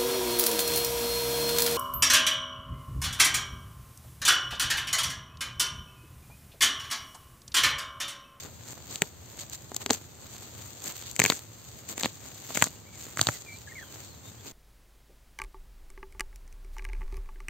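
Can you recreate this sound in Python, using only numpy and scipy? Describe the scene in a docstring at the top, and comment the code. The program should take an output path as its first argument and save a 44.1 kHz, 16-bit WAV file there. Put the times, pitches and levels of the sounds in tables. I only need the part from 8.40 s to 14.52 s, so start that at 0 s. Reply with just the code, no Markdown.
"""Bunches of leafy plants pulled by hand from dry soil, close to the microphone in an open field.
Leaves rustle and thin stalks tick in the grip. With each pull roots snap one after another:
tearing fibres ring the stem, the unloaded ground thumps, crumbs of soil trickle.
A low outdoor rumble runs underneath; late on, a bird whistles some way off."""
import sys
import numpy as np
from scipy import signal
from scipy.fft import rfft, irfft, next_fast_len
from scipy.io import wavfile
from scipy.ndimage import uniform_filter1d

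SR = 44100
rng = np.random.default_rng(int(sys.argv[2]) if len(sys.argv) > 2 else 0)


def output_pcm(signal):
    """Save a mono or channel-first signal as 16-bit PCM at the path in sys.argv[1].

    Samples are clipped to [-1, 1] before scaling.
    """
    pcm = np.clip(np.atleast_2d(signal).T, -1, 1) * 32767
    wavfile.write(sys.argv[1], SR, np.round(pcm).astype(np.int16))


N = 269892
TIME_S = np.arange(N) / SR
SNAP_TIME_S = (np.arange(2048) - 256) / SR  # 0 at the break
BIN_HZ = np.arange(N // 2 + 1) * SR / N
FINE_TEAR_S = 0.0006


def from_db(db):
    """Decibels to gain."""
    return 10 ** (np.asarray(db) / 20)


def unit_rms(x):
    """Scale to rms 1."""
    return x / np.sqrt(np.mean(x ** 2) + 1e-20)


def at_hz(table, hz):
    """Interpolate each table column over log frequency."""
    knots, *columns = np.transpose(table)
    return np.array([np.interp(np.log(hz + 1e-9), np.log(knots), c) for c in columns])


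def butter(x, hz, kind, order=2):
    """Causal Butterworth filter."""
    return signal.sosfilt(signal.butter(order, hz, kind, fs=SR, output="sos"), x)


def resonate(x, hz, width_hz):
    """Resonance, peak gain 1."""
    return signal.lfilter(*signal.iirpeak(hz, hz / width_hz, fs=SR), x)


def drift(rate_hz):
    """Random curve, rms 1, linear between knots."""
    knots = rng.standard_normal(int(N / SR * rate_hz) + 2)
    return unit_rms(np.interp(TIME_S * rate_hz, np.arange(len(knots)), knots))


def add(out, sound, start_s):
    """Mix in a short sound."""
    start = max(round(start_s * SR), 0)
    out[:, start:start + sound.shape[-1]] += sound[..., :N - start]


def panned(sound, pan_db):
    """Left louder than right by pan_db."""
    return sound * from_db(np.array([[pan_db], [-pan_db]]) / 2)


def grains(rate_hz, spread_db):
    """Two rows of tiny random contacts, mostly small, a few large."""
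    contacts = rng.random(N) < rate_hz / SR
    sizes = from_db(spread_db * np.minimum(rng.exponential(1, N), 4))
    return unit_rms(contacts * sizes * rng.standard_normal((2, N)))


# freq_hz, left_right_correlation
COHERENCE = [(60, 1), (130, 0.67), (300, 0.45), (1300, 0.36), (2500, 0.27), (5000, 0), (15000, 0)]


def diffuse(pair, spectrum):
    """Two uncorrelated excitations to a stereo field of the given spectrum, rms 1."""
    mid, side = rfft(pair) * from_db(at_hz(spectrum, BIN_HZ))
    alike = at_hz(COHERENCE, BIN_HZ)
    return unit_rms(irfft(np.sqrt(1 + alike) * mid + np.sqrt(1 - alike) * side * [[1], [-1]], N))


# time_s, level_db
GRIP_LEVELS = [(0.03, -41.5), (0.12, -64), (0.2, -51), (0.49, -50), (0.67, -48), (0.725, -67.5),
               (0.86, -50.5), (1.25, -53.5), (1.42, -52.5), (1.72, -55), (2.15, -51), (2.4, -45.5),
               (2.63, -41.5), (2.8, -49.5), (2.99, -54), (3.29, -50.5), (3.4, -51), (3.78, -52),
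               (3.95, -47.5), (4.12, -40), (4.32, -50.5), (4.45, -57.5), (4.58, -52), (4.8, -49),
               (4.98, -49), (5.42, -52), (5.64, -50), (5.79, -59.5), (5.96, -54.5), (6.1, -46)]


def grip(leaf_trim_db=-3.27, soil_mean_db=-59, soil_share=0.35):
    """Leaf and soil power from the held bunch; loose crumbs follow part of the grip's swing."""
    grip_db = np.interp(TIME_S, *np.transpose(GRIP_LEVELS))
    soil_db = soil_mean_db + soil_share * (grip_db - grip_db.mean())
    return from_db([grip_db + leaf_trim_db, soil_db]) ** 2


# centre_s, length_s, leaf_db, soil_db
BRUSH_STROKES = [(0.058, 0.082, -59, -49), (0.302, 0.095, -46.5, -51.5), (0.378, 0.034, -59, -51),
                 (0.534, 0.14, -43.5, -51.5), (0.912, 0.067, -51.5, -62), (1.005, 0.091, -43, -52.5),
                 (1.138, 0.073, -44, -55.5), (1.42, 0.045, -43, -43.5), (1.848, 0.11, -52.5, -55),
                 (1.951, 0.13, -48.5, -55.5), (2.047, 0.15, -48, -56), (2.263, 0.34, -49, -57),
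                 (2.475, 0.15, -42.5, -45), (2.677, 0.038, -44, -70), (3.222, 0.034, -55, -62),
                 (3.511, 0.077, -41.5, -45), (3.868, 0.14, -49, -54), (4.047, 0.044, -47, -62),
                 (4.105, 0.036, -44, -47.5), (4.649, .28, -46.5, -57.5), (5.58, 0.3, -49.5, -57.5),
                 (5.868, 0.091, -48.5, -57.5), (6.07, 0.054, -46.5, -48)]


def brushes():
    """Leaf and soil power as the hand sweeps through plants or along the ground."""
    power = np.zeros((2, N))
    for centre_s, length_s, leaf_db, soil_db in BRUSH_STROKES:
        swell = np.cos(np.pi * np.clip((TIME_S - centre_s) / length_s, -0.5, 0.5))
        power += (from_db([[leaf_db], [soil_db]]) * swell) ** 2
    return power


def shifting(rustle, depth_db=1.6, rate_hz=35):
    """Leaf after leaf takes the rubbing: each octave swells and fades on its own."""
    octave = np.clip(np.log2((BIN_HZ + 1) / 1000), 0, 4)
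    spectrum = rfft(rustle)
    bands = (irfft(spectrum * np.maximum(1 - np.abs(octave - k), 0), N) for k in range(5))
    return unit_rms(sum(band * from_db(depth_db * drift(rate_hz)) for band in bands))


# freq_hz, density_db
LEAF_SPECTRUM = [(500, -8), (1200, -3), (2500, 0), (4200, -0.5), (7000, 0.5), (10000, -1.5), (15000, -1.5)]


def leaves(level_db, trim_db=-1, flutter_db=1.47, catch_rate_hz=70, catch_decay_s=0.0046):
    """Leaves slide and crinkle; edges catch and flick free, more often in a firm grip."""
    crinkle = grains(rate_hz=1900, spread_db=3.1)
    slide = from_db(-7) * rng.standard_normal((2, N))
    firmness = from_db(level_db - np.mean(level_db))
    catches = (rng.random(N) < catch_rate_hz * firmness / SR) * rng.uniform(0, 0.49, N)
    flicks = signal.lfilter([1], [1, -np.exp(-1 / (catch_decay_s * SR))], catches + 1e-18)
    envelope = from_db(level_db + trim_db + flutter_db * drift(60)) * (1 + from_db(-2) * flicks)
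    return envelope * shifting(diffuse(crinkle + slide, LEAF_SPECTRUM))


# freq_hz, density_db
SOIL_SPECTRUM = [(60, -46), (130, 1.5), (280, 4.5), (550, 1.5), (1000, -2.5), (2000, -8), (5000, -20.5)]


def soil(level_db, trim_db=1):
    """Dry crumbs shift and fall around hand and roots."""
    crumbs = grains(rate_hz=900, spread_db=5.5)
    scrape = rng.standard_normal((2, N))
    return from_db(level_db + trim_db) * diffuse(crumbs + scrape, SOIL_SPECTRUM)


# freq_hz, density_db
RUMBLE_SPECTRUM = [(25, -47), (45, -22.5), (70, -1.5), (110, 3), (170, -7), (300, -13), (700, -18.5),
                   (2000, -26), (15000, -27)]


def rumble(level_db=-50.5, swell_db=1):
    """Low, heaving background of the open field."""
    envelope = from_db(level_db + swell_db * drift(7.4))
    return envelope * diffuse(rng.standard_normal((2, N)), RUMBLE_SPECTRUM)


def burst(rise_s, decay_s, rows=1):
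    """Noise with exponential rise and decay, unit energy per row."""
    envelope = np.exp(np.minimum(SNAP_TIME_S / rise_s, -SNAP_TIME_S / decay_s))
    noise = rng.standard_normal((rows, len(envelope))) * envelope
    return noise / np.linalg.norm(noise, axis=1, keepdims=True)


def whiten(x, bins):
    """Flatten the smoothed spectrum, keep the grain."""
    spectrum = rfft(x)
    power = np.abs(uniform_filter1d(np.abs(spectrum) ** 2, bins, axis=-1))
    return irfft(spectrum / np.sqrt(power + 1e-12))


def torn_fibres(tear_s, splinter_s=0.0038):
    """One sharp release within a burst of tearing, then splinters."""
    release = -1.0 * (SNAP_TIME_S == 0)
    tearing = burst(tear_s, tear_s) + from_db(-7) * burst(tear_s, tear_s, rows=2)
    splinters = burst(tear_s, splinter_s, rows=2)
    return whiten(release + from_db(-3) * tearing + from_db(-13) * splinters, bins=41)


def stalk(level_db, pan_db):
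    """A thin stalk cracks: bright tick, slight ring, no thud."""
    fibres = torn_fibres(FINE_TEAR_S)
    ring = from_db(-12) * resonate(fibres, hz=2700, width_hz=1600)
    tick = butter(fibres, 6000, "high", order=3)
    return from_db(level_db) * panned(butter(ring - tick, 13000, "low"), pan_db)


# break_s, level_db, pan_db
STALK_CRACKS = [(0.54, -26, 0), (0.51, -16, -2), (0.998, -17, 2), (2.476, -12, 1), (2.523, -16, 0),
                (0.577, -26, 0), (1.012, -18, 2), (1.0983, -15, 0), (1.222, -24, 0), (1.5415, -6.5, 4),
                (2.441, -12, 4), (2.459, -12.5, 11), (2.483, -11, 2), (2.714, -14, 8.5), (2.7576, -20, 11),
                (2.8, -0.5, -20), (2.837, -7, 1), (3.5972, -16, -2), (3.6279, -9, 3), (5.649, -26, -12)]


def stalks(leaf_db, rate_hz=14, over_leaf_db=22, spread_db=3, pan_spread_db=4):
    """Stalks crack in the grip: timed ones, plus faint random ones that grow with the rustle."""
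    out = np.zeros((2, N))
    for break_s, level_db, pan_db in STALK_CRACKS:
        add(out, stalk(level_db, pan_db), break_s + SNAP_TIME_S[0])
    for i in np.flatnonzero(rng.random(N) < rate_hz / SR):
        size, side = rng.standard_normal(2)
        add(out, stalk(leaf_db[i] + over_leaf_db + spread_db * size, pan_spread_db * side), TIME_S[i])
    return out


def root_crack(tear_s, crack_db, crack_hz, width_hz, tick_db, pan_db):
    """A root parts: pressure spike, brief stem ring, tick and grit of the finest fibres."""
    fibres = torn_fibres(tear_s)
    stem = resonate(resonate(fibres, crack_hz, width_hz), crack_hz, width_hz)
    spike = from_db(-15) * butter(butter(fibres, 4500, "low", order=1), 210, "high", order=1)
    tick = resonate(fibres, hz=7200, width_hz=5500)
    grit = from_db(-2) * resonate(torn_fibres(FINE_TEAR_S), hz=13500, width_hz=4000)
    crack = panned(from_db(crack_db) * (stem + spike), pan_db)
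    return crack + panned(from_db(tick_db) * (tick + grit), pan_db + 4)


def root_hole(push, low_hz, high_hz, detune=0.06):
    """The hole left by the roots rings in two modes, detuned at each break."""
    low_hz, high_hz = np.array([low_hz, high_hz]) * np.exp(detune * rng.standard_normal(2))
    return resonate(push, low_hz, 0.1 * low_hz) + from_db(-10) * resonate(push, high_hz, 0.18 * high_hz)


# pitch_hz, width_hz, level_db
GROUND_MODES = [(123, 26, -7.5), (272, 110, -4), (690, 650, -6)]


def ground_thud(break_s, rise_s, crumble_s=0.0027):
    """Unloaded ground springs back; roots of one bunch share a clod and a hole."""
    nearest_pull = min(BUNCH_PULLS, key=lambda pull: abs(pull[0] - break_s))
    *_, clod_hz, clod_width_hz, clod_db, hole_low_hz, hole_high_hz, hole_db = nearest_pull
    crumbling = from_db(-10) * burst(rise_s, crumble_s) + from_db(-7) * burst(rise_s, crumble_s, rows=2)
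    push = whiten(crumbling - (SNAP_TIME_S == 0), bins=9)
    clod = from_db(clod_db) * resonate(push, clod_hz, clod_width_hz)
    hole = from_db(hole_db) * root_hole(push, hole_low_hz, hole_high_hz)
    earth = sum(from_db(db) * resonate(push, hz, width_hz) for hz, width_hz, db in GROUND_MODES)
    return butter(butter(clod + hole + earth, 85, "high"), 2100, "low")


# break_s, thud_db, crack_db, crack_hz, width_hz, tick_db, tear_s, pan_db
ROOT_BREAKS = [(0.558, -16, -6, 3500, 3000, -8, 0.00022, -3), (0.6203, 12, 15, 2020, 2010, 3.5, 0.00012, 0),
               (1.318, -3, -8.5, 596, 448, -24, .001, -4), (1.346, -13, -9, 1360, 900, -12.5, 0.0024, 3),
               (1.3652, -6, -16, 900, 1200, 0, 0.00076, -3), (1.4622, 3, 2, 1640, 4870, -10, 0.00013, 2),
               (1.4949, -1, -7, 2140, 3000, -14, 0.00067, -1), (1.5035, 7.5, 5, 1570, 3000, -12, 0.0015, 2),
               (1.507, 16, 8, 4600, 5050, -6, 0.000095, 2.5), (1.533, -13, -13, 2600, 4000, -4.5, .0005, 0),
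               (2.764, -23, -4, 2430, 1500, -8, 0.0007, 0),
               (2.7942, 12.5, 8, 2490, 2200, -1.5, 0.00053, 12.5),
               (2.8, 13.5, 18, 2160, 930, 3, 0.00069, -3), (2.8184, 10.5, 17.5, 1980, 850, -9, 0.00064, 1),
               (2.84, 10.5, 10, 1900, 1190, 4, 0.00038, 7), (2.852, 8, 14.5, 2070, 1500, -8, 0.0009, 3),
               (2.8615, 9, 16, 2120, 900, 2, 0.00068, 1), (2.9005, 15.5, 12, 3960, 1890, 1, 0.00015, 1.5),
               (2.9034, 4, 6.5, 2120, 1100, -10, 0.00057, 10),
               (2.9221, 4.5, 6, 1360, 2100, -20, 0.0028, 3.5),
               (3.5794, 2, -3.5, 2220, 2500, -8.5, 0.00045, -2),
               (3.6104, -15, -0.5, 1880, 750, -10.5, .0004, 0), (3.634, 8, 5, 3050, 3400, -12, 0.000054, 3),
               (3.6455, 9.5, 1.5, 2470, 3240, -14, 0.00013, -2),
               (3.6496, -10, -1, 3800, 2000, -20, .0002, 3), (3.6532, -10, -3, 3960, 2000, -19, .0003, 8),
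               (3.6582, 13.5, 7.5, 2140, 2000, -6, 0.00018, -2),
               (4.1531, 1.5, -8, 2420, 1800, -5, .0005, -1), (4.158, -7, -1, 2400, 1800, -9, .00036, -2),
               (4.1736, 10, 9.5, 1710, 1910, -0.5, 0.0013, 2), (4.215, -2, 0.5, 1990, 1700, -18, .0003, 0),
               (4.2239, 17, 18.5, 1550, 2600, 11, 0.00019, -1),
               (4.2414, 0, 0.5, 1370, 1700, 3.5, 0.00013, -4), (4.259, -7, -11, 1000, 1200, -13, .0008, -5),
               (4.2701, 2.5, -5.5, 1400, 1700, -20, 0.001, -2),
               (4.773, -1.5, 4, 1480, 1400, -9, 0.00053, -4),
               (4.7937, 8.5, 10, 1360, 1200, -25, 0.00036, 1.5),
               (4.8136, 12.5, 7.5, 4080, 3420, 8.5, 0.00026, -7.5),
               (4.829, -12, -6, 1400, 1514, -10, .0012, 0), (4.8705, 9.5, 7.5, 3970, 2400, 1, 0.00036, -5),
               (4.8884, 15, 13.5, 1390, 1000, -12, 0.0014, 0.5)]


def root_snaps(right_lag_s=0.00003, thud_pan_share=0.22):
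    """Each root breaks with a crack and a thud; the right port is slightly further away."""
    out = np.zeros((2, N))
    for break_s, thud_db, crack_db, crack_hz, width_hz, tick_db, tear_s, pan_db in ROOT_BREAKS:
        thud = from_db(thud_db) * panned(ground_thud(break_s, tear_s), thud_pan_share * pan_db)
        snap = root_crack(tear_s, crack_db, crack_hz, width_hz, tick_db, pan_db) + thud
        snap[1] = np.interp(SNAP_TIME_S - right_lag_s, SNAP_TIME_S, snap[1])
        add(out, snap, break_s + SNAP_TIME_S[0])
    return out


# start_s, hold_s, settle_s, leaf_db, soil_db,
# clod_hz, clod_width_hz, clod_db, hole_low_hz, hole_high_hz, hole_db
BUNCH_PULLS = [(0.619, .0061, 0.036, -63, -51, 182, 70, 3, 353, 780, 4),
               (1.515, 0.023, 0.035, -38.5, -46.5, 243, 75, 4, 404, 745, 7.5),
               (2.819, 0.09, 0.067, -38.5, -46, 163, 110, 1.5, 433, 1020, -1),
               (3.571, 0.1, 0.039, -43, -50.5, 222, 100, 1, 493, 800, -4),
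               (4.147, 0.129, 0.0044, -39.5, -52, 160, 145, -0.5, 625, 960, -6),
               (4.783, 0.17, .03, -43, -54, 117, 54.6, 7, 642, 1290, -4)]


def pulls(attack_s=0.0071):
    """Leaf and soil power as each bunch is drawn out: attack, hold, settle."""
    power = np.zeros((2, N))
    for start_s, hold_s, settle_s, leaf_db, soil_db, *_ in BUNCH_PULLS:
        rise = (TIME_S - start_s) / attack_s
        fall = (start_s + hold_s - TIME_S) / settle_s
        strain = np.exp(np.clip(np.minimum(rise, fall), -20, 0))
        power += (from_db([[leaf_db], [soil_db]]) * strain) ** 2
    return power


# start_s, length_s, start_hz, middle_hz, end_hz, level_db
BIRD_WHISTLES = [(4.35, .035, 2750, 2820, 2850, -61), (4.455, .05, 2000, 2300, 2200, -59),
                 (4.52, .06, 2300, 2200, 2000, -59), (4.935, .035, 2100, 2000, 1850, -48),
                 (5.058, .108, 2440, 2310, 2400, -45), (5.07, .07, 2190, 2120, 2150, -54),
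                 (5.108, .065, 4450, 4200, 3780, -61), (5.271, .021, 1950, 1660, 2000, -44),
                 (5.29, .026, 2100, 2130, 2060, -51), (5.315, .016, 2050, 1850, 2080, -46),
                 (5.352, .052, 2250, 2090, 1700, -40), (5.4, .042, 1900, 1760, 1380, -48),
                 (5.39, .14, 3450, 3150, 2900, -61), (5.975, .05, 3100, 3380, 3550, -64),
                 (5.675, .09, 4420, 4200, 3850, -62), (5.835, .075, 3600, 3680, 3640, -57)]


def bird(waver_depth=0.004, rasp_depth=0.035, flutter_db=2.5, scatter_db=-12):
    """Gliding whistles, shakier and raspier the wider they sweep, scattered by the plants."""
    out = np.zeros((2, N))
    waver, flutter = drift(390), drift(160)
    rasp = drift(800) + 1j * drift(800)
    for start_s, length_s, start_hz, middle_hz, end_hz, level_db in BIRD_WHISTLES:
        progress = np.linspace(0, 1, int(length_s * SR))
        span = int(start_s * SR) + np.arange(len(progress))
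        glide_hz = np.polyval(np.polyfit([0, 0.5, 1], [start_hz, middle_hz, end_hz], 2), progress)
        strain = min(10 * np.ptp(glide_hz) / middle_hz, 2)
        pitch_hz = glide_hz * (1 + waver_depth * strain * waver[span])
        swell = np.sqrt(np.abs(np.sin(np.pi * progress)))
        tone = np.exp(2j * np.pi * np.cumsum(pitch_hz) / SR)
        tone *= 1 + rasp_depth * strain ** 2 * rasp[span]
        add(out, from_db(level_db + flutter_db * flutter[span]) * swell * tone.imag, start_s)
    scatter = burst(rise_s=0.0029, decay_s=0.074, rows=2)
    return out + from_db(scatter_db) * signal.fftconvolve(out, scatter, axes=1)[:, :N]


def scene():
    """Pulling close by, bird and rumble far off."""
    leaf_db, soil_db = 10 * np.log10(grip() + brushes() + pulls())
    return root_snaps() + stalks(leaf_db) + leaves(leaf_db) + soil(soil_db) + bird() + rumble()


# freq_hz, left_db, right_db
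TREBLE_COLOUR = [(2670, 0.5, 0.5), (4740, 5.5, 5.5), (4600, 0, -2.5), (6154, 1, 2), (6100, 9, 5.5),
                 (7723, 11.5, 7), (7770, 5, -23), (8240, -2.5, 10.5), (8820, -8.5, -6), (11600, -24, -32),
                 (11580, -2, -0.5), (14800, 0.5, 2.5), (15700, -3, -1), (16000, -18, -33)]


def record(dry):
    """Overall tone: treble peaks, a deep gap at 9-11.5 kHz, clipping at full scale, steep low-pass."""
    size = next_fast_len(N + SR)
    hz = np.arange(size // 2 + 1) * SR / size
    coloured = irfft(rfft(dry, size) * from_db(at_hz(TREBLE_COLOUR, hz)), size)[:, :N]
    low_pass = signal.cheby2(12, 60, 17000, fs=SR, output="sos")
    return signal.sosfilt(low_pass, np.clip(coloured, -1, 1))


dry = scene()
out = record(dry)
output_pcm(out)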